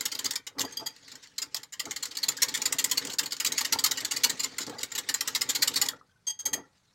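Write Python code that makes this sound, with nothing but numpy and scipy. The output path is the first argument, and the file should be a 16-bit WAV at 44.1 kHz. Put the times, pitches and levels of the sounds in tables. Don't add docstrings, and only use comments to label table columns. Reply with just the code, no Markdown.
import sys
import numpy as np
from scipy import signal
from scipy.fft import rfft, irfft, next_fast_len
from scipy.io import wavfile
from scipy.ndimage import uniform_filter1d

SR = 44100
rng = np.random.default_rng(int(sys.argv[2]) if len(sys.argv) > 2 else 0)


def wav_out(sig):
    wavfile.write(sys.argv[1], SR, np.round(np.clip(np.atleast_2d(sig).T, -1, 1) * 32767).astype(np.int16))


N = 306054

# start in seconds, level in dB, loudest wire in Hz, length in ms.
VOLLEYS = [(.0079, -26.5, 6300, 2.56), (0.0536, -25, 5040, 8.2), (0.1163, -32, 5240, 12),
           (0.1489, -31.5, 5000, 5.7), (0.1893, -29, 7200, 5.5), (0.244, -28.5, 5400, 4),
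           (.253, -26.5, 4900, 13.9), (0.3083, -26, 6600, 2.6), (0.3347, -36.5, 2070, 2.6),
           (0.3557, -27, 4830, 6.8), (.4668, -36, 3730, 10.8), (0.5837, -35.5, 5600, 6),
           (0.5941, -26, 5400, 3), (0.606, -26.5, 6530, 13.4), (0.962, -49.5, 4300, 2.34),
           (1.079, -46.5, 4250, 5.9), (1.1156, -44, 5430, 11), (1.1542, -42, 5050, 4.2),
           (1.2266, -50.5, 7700, 19), (1.272, -50, 4330, 2.2), (1.3807, -28.5, 4210, 7.4),
           (1.418, -29.5, 4840, 11.8), (1.5446, -25.5, 5270, 2.32), (1.562, -34, 5340, 11.6),
           (1.6312, -40, 4030, 3.7), (1.723, -39.5, 4970, 17.6), (1.7952, -28, 4970, 9.7),
           (1.8546, -36, 3920, 3.6), (1.9087, -31, 2060, 10.8), (1.961, -32, 4250, 7.9),
           (2.026, -29.5, 4200, 10.3), (2.0539, -32, 7900, 4.6), (2.11, -41.5, 4160, 15.5),
           (2.1511, -39, 4780, 5.7), (2.1701, -28.5, 7950, 5.8), (2.1834, -36.5, 4770, 5.7),
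           (2.23, -24.5, 4270, 12.4), (2.2835, -21, 7150, 8.7), (2.3184, -38.5, 4700, 4.5),
           (2.3674, -37, 7650, 11), (2.4198, -18.5, 5600, 13.6), (2.483, -32, 3980, 13.4),
           (2.5408, -26.5, 8300, 15), (2.5734, -32, 7880, 4.1), (2.6177, -26, 5100, 6.7),
           (2.655, -22, 7700, 11), (2.7235, -22.5, 8300, 4.8), (2.7849, -24, 7100, 15),
           (2.8415, -20, 8100, 6.1), (2.8952, -38.5, 6880, 5), (2.913, -22, 7800, 8.9),
           (2.9733, -22, 4570, 10.3), (3.05, -31, 7500, 1.7), (3.0698, -34.5, 7800, 3.6),
           (3.0971, -35.5, 4120, 8.1), (3.11, -39.5, 7060, 16), (3.1325, -33.5, 6950, 5.5),
           (3.1852, -22, 6460, 12.9), (3.2308, -35.5, 7670, 8.9), (3.257, -32.5, 4200, 11.1),
           (3.3072, -39, 5030, 6.3), (3.3204, -29, 4250, 12.6), (3.366, -37, 1970, 2.7),
           (3.4002, -26, 5100, 9.4), (3.4466, -23, 7100, 5.3), (3.4613, -24.5, 7250, 13.3),
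           (3.52, -25.5, 6600, 5.2), (3.577, -24.5, 6800, 17), (3.6083, -26.5, 4470, 7.9),
           (3.6471, -26.5, 6900, 8.9), (3.7231, -20.5, 4230, 11.8), (3.7868, -26, 6700, 9.5),
           (3.8392, -19, 4370, 11.1), (3.8586, -24, 4700, 11), (3.911, -23.5, 5650, 7.8),
           (3.971, -31.5, 1880, 18), (4.0042, -33.5, 2060, 7.2), (4.0478, -26, 6500, 8),
           (4.1105, -26.5, 7500, 12.4), (4.1344, -37, 4540, 6.2), (4.1625, -27.5, 4400, 12),
           (4.2, -46, 1820, 4), (4.235, -18, 4300, 14.5), (4.2955, -25.5, 7100, 10.7),
           (4.3943, -27.5, 7100, 12.8), (4.4335, -26.5, 7200, 13.5), (4.5828, -27.5, 7650, 5.5),
           (4.6042, -35.5, 6960, 29), (4.6662, -37.5, 7650, 3), (4.696, -40.5, 3720, 3.3),
           (4.7835, -37.5, 4690, 12), (4.8027, -41.5, 3280, 17.7), (4.831, -26.5, 4400, 4.9),
           (4.9176, -34, 7200, 6.8), (4.951, -31, 4020, 10.7), (4.9783, -28, 7800, 11.7),
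           (5.0885, -25, 4350, 10), (5.141, -23, 8100, 7.9), (5.208, -23, 5700, 3.7),
           (5.2755, -26.5, 8400, 9.6), (5.3496, -24, 5000, 14.8), (5.4103, -23.5, 6660, 11),
           (5.4895, -24.5, 7340, 17.7), (5.5493, -25.5, 4130, 14.4), (5.6209, -19.5, 4550, 13.9),
           (5.6749, -21.5, 3440, 8), (5.7383, -33.5, 5210, 7.7), (5.7577, -24, 4120, 19.6),
           (5.8149, -20, 4910, 10.7), (5.8587, -32, 6560, 7.2), (5.8861, -22.5, 7160, 2.82)]
# start in seconds, ring in dB, place from 0 (back) to 1 (side),
# chatter length in ms, extra dB on the low modes, wire ticks in dB.
RIM_BLOWS = [(.647, -32.5, .01, 6, 12, -44), (.722, -37, 0.93, 7, 6, -51), (.770, -24.5, .01, 3.7, -9, -43),
             (.795, -36, .01, 7.3, 3, -53), (.860, -28.5, 0.13, 14.8, 8.5, -36.5),
             (6.268, -24.5, 0.94, 19.6, -7, -49), (6.295, -24, 0.74, 14, -2, -65),
             (6.390, -34, .99, 20.5, -8, -47.5), (6.454, -23, 0.86, 13.5, 7.5, -32),
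             (6.531, -22.5, 0.91, 11, 10.5, -29.5)]
# time in seconds, level of the dragging wires in dB.
STIR_EFFORT = [(0, -53), (.33, -48), (.43, -71), (.57, -72), (.7, -52.5), (.95, -62), (1.1, -54.5),
               (1.33, -63), (1.45, -64), (1.59, -55), (1.71, -77), (1.86, -55.5), (2.46, -48),
               (3.09, -44.5), (3.17, -70), (3.48, -46), (4.28, -46), (4.47, -47), (4.55, -51), (4.65, -51),
               (4.95, -53), (5.2, -48.5), (5.86, -43), (6.02, -77.5), (6.94, -71)]


def volley(db, wire_hz, length_ms, bare_db=0, size=4096, count=36):
    # frequency in Hz, level in dB.
    wet_glass = [(350, -48.5), (600, -22), (697, -29.5), (868, -12), (1690, -8.5), (1940, -1.5),
                 (2550, -12.5), (2890, -6), (3740, -6.5), (4410, -1.5), (6120, -7.5), (7010, 0.5),
                 (9730, -17), (12100, -9.5), (15700, -16)]
    t, hz = np.arange(size) / SR, np.fft.rfftfreq(size, 1 / SR)
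    lag, force = rng.random((2, count))
    length = np.clip(length_ms, 1, 50) * SR / 1000
    landing = (np.arange(count) + lag - lag[0]).clip(0) / count
    strengths = gain_of(-3.5 * np.log(1.01 - force)) * rng.choice([-1, 1], count)
    ticks = np.zeros(size)
    np.add.at(ticks, (landing * length).astype(int), strengths)
    lateness = np.minimum(rng.exponential(1, count // 4), 4)
    bounces = (length + lateness * 13 * SR / 1000).astype(int)
    np.add.at(ticks, bounces, strengths[::4] * gain_of(-9.5 - 3.4 * lateness))
    quick, slow = rng.standard_normal((2, size))
    quick *= gain_of(-60 * t / 0.011) + gain_of(-5 - 60 * t / 0.061)
    quick[0] += 4.0
    slow *= gain_of(-60 * t / 0.07) * (1 - np.exp(-t / 0.0066))
    low = 1 / (1 + (hz / 1500) ** 4)
    shiver = (1 - low) * rfft(evened(quick)) + low * rfft(evened(slow))
    treble_db_per_octave = 10.5 + 0.4224 * db - .2 * length_ms + bare_db
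    colour_db = read(wet_glass, hz) + treble_db_per_octave * np.clip(np.log2(hz / 6000 + 1e-9), 0, .9)
    colour_db += 5.0 / (1 + ((hz - wire_hz) / 330) ** 2)
    sound = irfft(rfft(ticks) * shiver * causal(colour_db), size)
    return gain_of(db) * sound / np.sqrt(np.mean(sound[:int(length) + 130] ** 2))


def rim_blow(db, place, length_ms, low_db):
    # mode in Hz, dB when struck at the back, dB when struck at the side, t60 in seconds.
    bowl_modes = [(872, -25, -28, .26), (1938, -23, -24, .33), (3240, -10, -13, .21), (4770, 0, -15, .18),
                  (6402, -13, 0, .15), (8242, -20, -14, .09), (12500, -13, -27, .06)]
    t = np.arange(SR // 2) / SR
    hz, back_db, side_db, t60 = np.array(bowl_modes).T[:, :, None]
    after = np.maximum(t - length_ms / 1000, 0)
    fade = .7 * gain_of(-60 * after / .03) + .3 * gain_of(-60 * after / t60)
    jolt, waver = evened(uniform_filter1d(rng.standard_normal((2, len(hz), len(t))), size=200, axis=2))
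    turns = hz * t + rng.random((len(hz), 1))
    turns += .08 * jolt * np.exp(-after / .03)
    level_db = db + back_db + np.clip(place, 0, 1) * (side_db - back_db) + low_db * (hz < 2500)
    modes = gain_of(level_db + 2 * waver) * fade * np.sin(2 * np.pi * turns)
    return modes.sum(0) * (1 - np.exp(-t / .002))


def drag():
    # frequency in Hz, level in dB.
    drag_colour = [(400, -19.5), (900, -14), (1900, 0.5), (2600, -3.5), (4400, 1), (7200, -4),
                   (9500, -18.5), (12500, -27), (15700, -25.5)]
    _, t, spectra = signal.stft(rng.standard_normal(N), SR, nperseg=256)
    clumps = evened(uniform_filter1d(rng.standard_normal(len(t)), size=4))
    patches = uniform_filter1d(rng.standard_normal(spectra.shape), size=4, axis=0)
    patches = evened(uniform_filter1d(patches, size=9, axis=1))
    grit = signal.istft(spectra * gain_of(2.5 * clumps + 3.5 * patches), SR, nperseg=256)[1][:N]
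    return gain_of(control(STIR_EFFORT)) * evened(coloured(grit, lambda hz: read(drag_colour, hz)))


def rocking_db():
    # time of the peak in seconds, level in dB.
    lurches = [(.23, -68), (.49, -61.5), (0.602, -36.5), (0.644, -42), (.81, -44), (1.14, -61), (1.45, -55),
               (1.59, -60.5), (1.865, -44), (2.32, -52.5), (2.46, -52), (2.6, -51), (2.71, -46),
               (3.08, -44.5), (3.23, -45.5), (3.5, -43), (3.73, -48), (4.32, -49), (4.6, -46),
               (4.702, -36.5), (4.79, -47), (4.98, -48.5), (5.91, -46), (6.47, -46.5), (6.558, -42)]
    rise_db_per_s, hold_s, fall_db_per_s, knock_t60_s = 404.5, 0.01, 215, 0.21
    tremble_db = 10 + 1.34 * control(STIR_EFFORT)
    power = gain_of(2 * tremble_db)
    from_peak = np.arange(-SR // 4, SR // 2) / SR
    lurch_db = rise_db_per_s * np.minimum(from_peak, 0)
    lurch_db -= fall_db_per_s * np.maximum(from_peak - hold_s, 0)
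    for s, db in lurches:
        skip = max(round((.25 - s) * SR), 0)
        add(power, s - .25, gain_of(2 * (db + lurch_db))[skip:])
    knock_db = -60 * np.arange(SR // 8) / SR / knock_t60_s
    for s, db, *_ in VOLLEYS:
        add(power, s, gain_of(2 * (db - 26.5 + knock_db)))
    for s, db, _, _, low_db, _ in RIM_BLOWS:
        add(power, s, gain_of(2 * (db + 2 * low_db - 48 + knock_db)))
    return 10 * np.log10(power)


def rocking(sway_s=.09):
    # centre in Hz, width in Hz, level in dB.
    grate_modes = [(128, 64, -7.5), (274.5, 29, 2.5), (405, 72, -5.5), (480, 40, -2), (875, 18, -2),
                   (1205, 220, -12.5)]

    def body_db(hz):
        power = sum(gain_of(2 * db) / (1 + (2 * (hz - f) / width) ** 2) for f, width, db in grate_modes)
        return 10 * np.log10(power * (hz + 1) ** 4 / (hz ** 4 + 75 ** 4))

    nudges = rng.standard_normal(N)
    nudges *= gain_of(2.87 * evened(uniform_filter1d(rng.standard_normal(N), size=900)))
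    rumble, level_db = evened(coloured(nudges, body_db)), rocking_db()
    deep = coloured(rumble, lambda hz: -10 * np.log10(1 + (hz / 190) ** 4))
    deep_db = uniform_filter1d(level_db, size=int(sway_s * SR))
    return gain_of(level_db) * (rumble - deep) + gain_of(deep_db) * deep


def bubble(db, hz, length_ms):
    t = np.arange(3000) / SR
    age = t * 1000 / max(length_ms, 4)
    return gain_of(db) * 6 * age * np.exp(-3 * age) * np.sin(2 * np.pi * hz * t * (1 + 0.0058 * age))


def froth(count=600):
    out, level_db = np.zeros(N), rocking_db()
    for when, pitch, size in rng.random((count, 3)):
        db = level_db[int(when * N)] - 7.0 + 10 * size
        add(out, when * N / SR, bubble(db, hz=500 * 4 ** pitch, length_ms=5 + 8 * size))
    return out


def kitchen_echo(x):
    # frequency in Hz, t60 in seconds.
    room_decay = [(300, 0.04), (1500, 0.24), (5000, 0.093), (12000, 0.1)]
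    hz, t, spectra = signal.stft(rng.standard_normal(SR // 2), SR, nperseg=128)
    tail = signal.istft(spectra * gain_of(-60 * t / read(room_decay, hz)[:, None]), SR, nperseg=128)[1]
    tail[:200] = 0
    return signal.fftconvolve(x, tail / np.linalg.norm(tail))[:N]


def hush(db=-71.5):
    # frequency in Hz, level in dB.
    air_colour = [(20, -6.5), (120, 13), (200, 6), (330, -4.5), (1500, -4), (4800, -22.5), (9000, -15.5),
                  (15500, -27.5)]
    return gain_of(db) * evened(coloured(rng.standard_normal(N), lambda hz: read(air_colour, hz)))


def gain_of(db):
    return 10 ** (np.asarray(db) / 20)


def evened(x):
    return x / np.sqrt(np.mean(x ** 2) + 1e-20)


def read(points, hz):
    f, value = np.transpose(points)
    return np.interp(np.log(hz + 1), np.log(f + 1), value)


def control(rows):
    return np.interp(np.arange(N) / SR, *np.transpose(rows))


def add(mix, s, sound):
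    part = mix[max(round(s * SR), 0):][:len(sound)]
    part += sound[:len(part)]


def causal(db):
    cepstrum = irfft(np.maximum(db, -100) * np.log(10) / 20)
    half = len(cepstrum) // 2
    cepstrum[1:half] *= 2
    cepstrum[half + 1:] = 0
    return np.exp(rfft(cepstrum))


def coloured(x, db_at):
    size = next_fast_len(N)
    return irfft(rfft(x, size) * gain_of(db_at(np.fft.rfftfreq(size, 1 / SR))), size)[..., :N]


def scene():
    # start in seconds, level in dB, pitch in Hz, length in ms.
    single_bubbles = [(1.873, -37.5, 1330, 5.9), (2.386, -32, 1640, 5.8), (3.612, -30, 884, 8.2),
                      (3.759, -24, 896, 4.7), (3.864, -28, 1110, 3.2), (5.934, -35, 1350, 5.3),
                      (6.012, -42, 1230, 4.3), (6.094, -60, 1520, 8.7), (6.115, -69, 1540, 14),
                      (6.158, -62, 1490, 17)]
    near = froth()
    for s, db, wire_hz, length_ms in VOLLEYS:
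        add(near, s, volley(db, wire_hz, length_ms))
    for s, db, hz, length_ms in single_bubbles:
        add(near, s, bubble(db, hz, length_ms))
    for s, ring_db, place, length_ms, low_db, tick_db in RIM_BLOWS:
        add(near, s, rim_blow(ring_db, place, length_ms, low_db))
        add(near, s, volley(tick_db, wire_hz=6800, length_ms=length_ms, bare_db=10.5))
    mono = near + gain_of(-14) * kitchen_echo(near) + drag() + rocking() + hush()
    return np.array([mono, mono])


def record(dry):
    # frequency in Hz, left port minus right port in dB.
    port_balance = [(1000, 0), (1300, 2.6), (2000, 2.6), (2400, 0)]
    # frequency in Hz, level of the copy in dB.
    width_share = [(40, -22), (250, -60), (500, -53), (1500, -28), (4500, -48), (9000, -30.5),
                   (13000, -40.5)]
    smear = rng.standard_normal(300) * np.hanning(300)
    smeared = signal.oaconvolve(dry[0], smear / np.linalg.norm(smear))[:N]
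    side = coloured(smeared, lambda hz: read(width_share, hz))
    channels = [coloured(x, lambda hz: sign * .5 * read(port_balance, hz)) + sign * side
                for x, sign in zip(dry, (1, -1))]
    band_limit = signal.firwin(511, 16000, window=("kaiser", 9), fs=SR)
    return signal.oaconvolve(np.array(channels), band_limit[None], "same")


dry = scene()
out = record(dry)
wav_out(out)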